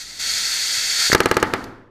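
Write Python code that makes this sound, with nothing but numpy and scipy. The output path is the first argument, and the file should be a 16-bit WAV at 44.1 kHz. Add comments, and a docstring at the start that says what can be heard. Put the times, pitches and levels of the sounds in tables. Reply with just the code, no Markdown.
"""An air rivet gun in a workshop

Close to the microphone, air hisses through the half-open trigger valve and the piston breaks free.
It sets one rivet in an aluminium panel with a quick burst of six blows and one late blow.
Each blow thuds, cracks and rings the same sheet; the room echoes and the loudest peaks overload."""
import sys
import numpy as np
from scipy import signal
from scipy.fft import rfft, irfft
from scipy.io import wavfile

SR = 44100
rng = np.random.default_rng(int(sys.argv[2]) if len(sys.argv) > 2 else 0)


def digitize_waveform(pressure):
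    """Quantize a signal to 16-bit integers and store it at the path in sys.argv[1].

    Rows of a 2-D input are taken as channels; values are limited to [-1, 1].
    """
    field = np.atleast_2d(pressure).T
    bounded = np.clip(field, -1, 1)
    quanta = np.round(bounded * 32767).astype(np.int16)
    wavfile.write(sys.argv[1], SR, quanta)


N = 83790

# How loud the background rumble is. Each row: time in seconds, level in dB.
RUMBLE_LEVELS = [(0, -51.5), (.2, -48), (.33, -46), (.55, -51), (1.55, -44), (1.69, -43), (1.9, -58)]
# The rumble's tone. Each row: frequency in Hz, level in dB.
RUMBLE_TONE = [(20, 1.5), (40, -4.5), (100, -8), (350, -14.5), (1200, -20), (3000, -48), (12000, -79)]
# The tone of the room's echo. Each row: frequency in Hz, level in dB.
ROOM_TONE = [(30, -8), (150, -5), (280, 2), (480, -4), (585, -8.5), (700, -7), (1600, -5.5), (2800, -20.5),
             (4600, -21.5), (8000, -30.5), (15000, -37.5)]
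# How long the room rings. Each row: frequency in Hz, seconds to fade by 60 dB.
ROOM_FADES = [(100, 0.65), (400, 0.79), (1500, 0.69), (5000, 0.54), (12000, 0.42)]
# Air flowing through the valve. Each row: time in seconds, level in dB.
AIR_FLOW = [(0, -34.5), (.015, -31.5), (.05, -37), (.186, -35.5), (.199, -24.5), (.235, -24), (.29, -22),
            (.54, -21.5), (.6, -22), (.9, -21), (1.04, -18), (1.085, -18.5), (1.1, -23.5), (1.125, -18.5),
            (1.142, -40), (1.45, -59.5), (1.6, -53), (1.7, -77), (1.9, -100)]
# The air jet's tone. Each row: frequency in Hz, level in dB.
JET_TONE = [(30, -32.5), (300, -24), (900, -18.5), (1190, -24), (1320, -7), (2700, -6.5), (2980, -13.5),
            (3250, -3), (6500, -2.5), (8500, -11), (10000, -19.5), (15000, -26.5)]
# Resonances of the air passages. Each row: frequency in Hz, width in Hz, boost or cut in dB.
AIR_PASSAGES = [(2020, 430, 4), (2410, 50, -17), (4475, 420, 9), (5590, 87, -10), (6850, 83, 6),
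                (7200, 230, -16.5), (7260, 420, 6.5), (8670, 340, 4.5), (9360, 210, 7.5), (11020, 690, 8),
                (12560, 720, 7.5), (14120, 350, 6), (15000, 350, 2)]
# A hollow rush in the gun just before it fires. Each row: time in seconds, level in dB.
RUSH_LEVELS = [(.9, -70), (.99, -35.5), (1.035, -23.5), (1.075, -44.5), (1.13, -56)]
# Spits from the valve. Each row: start in seconds, hiss in dB, thump in dB, hold in seconds.
VALVE_SPITS = [(1.1003, -32.5, -15, 0.0045), (1.1294, -9.5, -3.5, 0.0029), (1.641, -33, -38, 0.0012)]
# A spit's tone. Each row: frequency in Hz, level in dB.
SPIT_TONE = [(300, -18.5), (2000, -1), (3200, -18), (4600, -3), (7000, -15), (9000, -24), (13000, -18.5),
             (15000, -37.5)]
# The gun body's thump. Each row: frequency in Hz, level in dB, seconds to fade by 60 dB.
GUN_MODES = [(130.5, -12.5, 0.04), (256, 1.5, 0.01), (390, -9.5, 0.03), (1350, -8, .008)]
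# The piston rattles back between blows. Each row: start in seconds, level in dB.
PISTON_RETURNS = [(1.1795, -38), (1.2327, -37), (1.287, -38), (1.342, -35), (1.3997, -37), (1.472, -51)]
# The dense ring of sheet and bench. Each row: frequency in Hz, level in dB.
SHEET_TONE = [(60, -14.5), (150, -12), (350, -4), (490, -5), (580, -8.5), (660, -2), (900, -2.5),
              (1250, -3.5), (1600, -11), (1930, 1), (2400, -13.5), (5000, -24.5)]
# The panel's lasting notes. Each row: frequency in Hz, level in dB, seconds to fade by 60 dB.
PANEL_MODES = [(110.3, -46, 1.3), (265, -32.5, 0.6), (380.6, -34, 0.79), (479, -37, 0.69), (710, -58, 0.37),
               (725, -45, 0.16), (873.5, -34, 0.75), (910, -43, 0.83), (1225, -38, .4), (1313, -32.5, 0.55),
               (1435, -42.5, 0.46), (1734, -37.5, 0.17), (1896, -42, 0.64)]
# The sheet's thud under the tool. Each row: frequency in Hz, level in dB, seconds to fade by 60 dB.
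THUD_MODES = [(100, -30, 0.054), (170, -19, 0.03), (360.3, -10, 0.026), (453, -9.5, 0.023),
              (680, -16.5, 0.016), (885, -13.5, 0.0073), (1218, -9.5, 0.015), (1606, -11, 0.0107),
              (1825, -20, 0.021), (2370, -24.5, 0.0093), (3460, -50, .008)]
# The tone of metal hitting metal. Each row: frequency in Hz, level in dB.
CRACK_TONE = [(300, -10.5), (1500, 7.5), (3000, 0), (6000, -5.5), (8300, -9.5), (9500, -12), (12500, -12.5),
              (15000, -27)]
# The hammer blows. Each row: start in seconds, then the thud, crack and ring gains in dB.
HAMMER_BLOWS = [(1.1485, 5, 7.5, 2), (1.2039, 0.5, 3, 0.5), (1.2582, 1.5, 0.5, -1), (1.3133, 1, 1, 0.5),
                (1.3685, 0, 1, 0), (1.4277, 1.5, 0, 1.5), (1.5371, -5.5, -4.5, -0.5)]

TIME = np.arange(N) / SR  # seconds


def gain(db):
    """Turn decibels into a number to multiply by."""
    return 10 ** (np.asarray(db) / 20)


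def normalise(x):
    """Scale a sound to an average (rms) level of 1."""
    return x / np.sqrt(np.mean(x ** 2))


def look_up(points, hz):
    """Read between a table's rows, giving every octave equal room."""
    frequencies, values = np.array(points).T
    return np.interp(np.log(hz + 1), np.log(frequencies), values)


def noise(tone, resonances=()):
    """Noise with a broad tone, plus bell-shaped peaks and dips."""
    hz = np.arange(N // 2 + 1) * SR / N
    bells = sum(lift * .5 ** ((2 * (hz - centre) / width) ** 2) for centre, width, lift in resonances)
    return normalise(irfft(rfft(rng.standard_normal(N)) * gain(look_up(tone, hz) + bells), N))


def fade(start, t60, hold=0):
    """Switch on at start, stay for hold, then fall 60 dB every t60 (all in seconds)."""
    age = TIME - start
    return (age >= 0) * np.exp(-np.log(1000) * np.maximum(age - hold, 0) / t60)


def ring(modes, hold=0):
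    """A struck object's own notes (modes) start together and die away."""
    return sum(gain(db) * np.cos(2 * np.pi * hz * TIME) * fade(0, t60, hold) for hz, db, t60 in modes)


def play_at(events, sound):
    """Play a copy of the sound for each pair of start in seconds and gain in dB."""
    taps = np.zeros(N)
    for start, db in events:
        taps[int(start * SR)] = gain(db)
    return signal.fftconvolve(taps, sound)[:N]


def soften(x, cutoff_hz=4530):
    """A strike takes a moment of contact, which dulls its treble."""
    return signal.sosfilt(signal.butter(2, cutoff_hz, fs=SR, output="sos"), x)


def rumble():
    """A low background that swells a little as the gun comes off the work."""
    return gain(np.interp(TIME, *np.array(RUMBLE_LEVELS).T)) * noise(RUMBLE_TONE)


def room_echo(level_db=-25.5, build_s=.038):
    """The workshop's wash of echoes fades octave by octave; the treble dies first."""
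    hz = np.arange(N // 2 + 1) * SR / N
    spectrum, out = rfft(noise(ROOM_TONE)), 0
    centres = 62.5 * 2 ** np.arange(9)
    for centre, share in zip(centres, np.eye(len(centres))):
        band = irfft(spectrum * look_up(np.c_[centres, share], hz), N)
        out = out + band * fade(0, look_up(ROOM_FADES, centre))
    return gain(level_db) * out * (1 - np.exp(-TIME / build_s))


def air_hiss(flutter_hz=62.1, flutter_db=.6, rush_hz=1380, rush_width_hz=570):
    """The jet sounds the gun's passages, with a puff at each piston return and one hollow rush."""
    flow = gain(np.interp(TIME, *np.array(AIR_FLOW).T))
    puffs = gain(4.5) * sum(gain(db) * fade(start, t60=.039) for start, db in PISTON_RETURNS)
    flutter = np.interp(TIME * flutter_hz, np.arange(N), rng.standard_normal(N))  # random level wobble
    hollow = signal.lfilter(*signal.iirpeak(rush_hz, rush_hz / rush_width_hz, fs=SR), noise(JET_TONE))
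    swell = gain(np.interp(TIME, *np.array(RUSH_LEVELS).T, left=-np.inf, right=-np.inf))
    hiss = (flow + puffs) * gain(flutter_db * flutter) * noise(JET_TONE, AIR_PASSAGES)
    return hiss + swell * normalise(hollow)


def valve_spits():
    """Short spits of air, each setting off a low thump in the gun's body."""
    bursts = sum(gain(db) * fade(start, t60=.032, hold=hold) for start, db, _, hold in VALVE_SPITS)
    thumps = play_at([(start, db) for start, _, db, _ in VALVE_SPITS], soften(ring(GUN_MODES)))
    return bursts * noise(SPIT_TONE) - thumps


def piston_clicks():
    """A light click each time the piston reaches the back of the barrel."""
    return sum(gain(db) * fade(start, t60=.045) for start, db in PISTON_RETURNS) * noise(CRACK_TONE)


def seating_knock(start=1.1183, hz=1750, level_db=-1.5):
    """One short, pitched knock as the gun's tip settles on the rivet."""
    age = TIME - start
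    rise = np.clip(age * hz * 2, 0, 1)  # takes half a cycle
    return gain(level_db) * np.cos(2 * np.pi * hz * age) * fade(start, t60=.0035, hold=.0011) * rise


def sheet_ring(count=110, spacing_hz=47, gain_db=-27, build_s=.003):
    """A thin plate's many short notes, about evenly spaced, build up as bending waves spread."""
    t = TIME[:N // 4]
    chance = rng.random((count, 2))
    hz = spacing_hz * (1 + np.arange(count) + chance[:, 0])
    phases = chance[:, 1:]
    waves = gain(look_up(SHEET_TONE, hz)) @ np.sin(2 * np.pi * (hz[:, None] * t + phases))
    waves *= 1 - np.exp(-t / build_s)
    return gain(gain_db) * np.pad(waves, (0, N - len(t))) * fade(0, t60=.11)


def hammer_blows(crack_base_db=-18.5, sizzle_db=-6, bounce_s=.0108, bounce_db=-18):
    """Each blow sets off the same thud, panel ring and room echo, and a partly new crack."""
    thud = ring(THUD_MODES, hold=.0019)
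    thud = soften(thud + play_at([(bounce_s, bounce_db)], thud))  # the nearest hard surface throws it back
    ringing = soften(ring(PANEL_MODES)) + sheet_ring() + room_echo()
    repeated, fresh = noise(CRACK_TONE), gain(-2.5) * noise(CRACK_TONE)
    out = np.zeros(N)
    for start, thud_db, crack_db, ring_db in HAMMER_BLOWS:
        offset = int(start * SR)
        snap = fade(start, t60=.007, hold=.0022)
        sizzle = gain(sizzle_db) * fade(start, t60=.029)  # the crack's faint tail
        out += gain(crack_base_db + crack_db) * (snap + sizzle) * (np.roll(repeated, offset) + fresh)
        out += np.pad(gain(thud_db) * thud + gain(ring_db) * ringing, (offset, 0))[:N]
    return out


def scene():
    """The gun and the background, heard by one close microphone."""
    gun = air_hiss() + valve_spits() + seating_knock() + hammer_blows() + piston_clicks()
    return (gun + rumble())[None]


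def record(dry):
    """The microphone drops the deepest bass and rounds off the loudest peaks; the top treble is cut."""
    low_cut_hz, top_hz, hardness = 15, 15300, 6
    x = signal.sosfilt(signal.butter(1, low_cut_hz, "high", fs=SR, output="sos"), dry)
    rounded = x / (1 + np.abs(x) ** hardness) ** (1 / hardness)
    return signal.sosfilt(signal.ellip(10, .2, 80, top_hz, fs=SR, output="sos"), rounded)


dry = scene()
out = record(dry)
digitize_waveform(out)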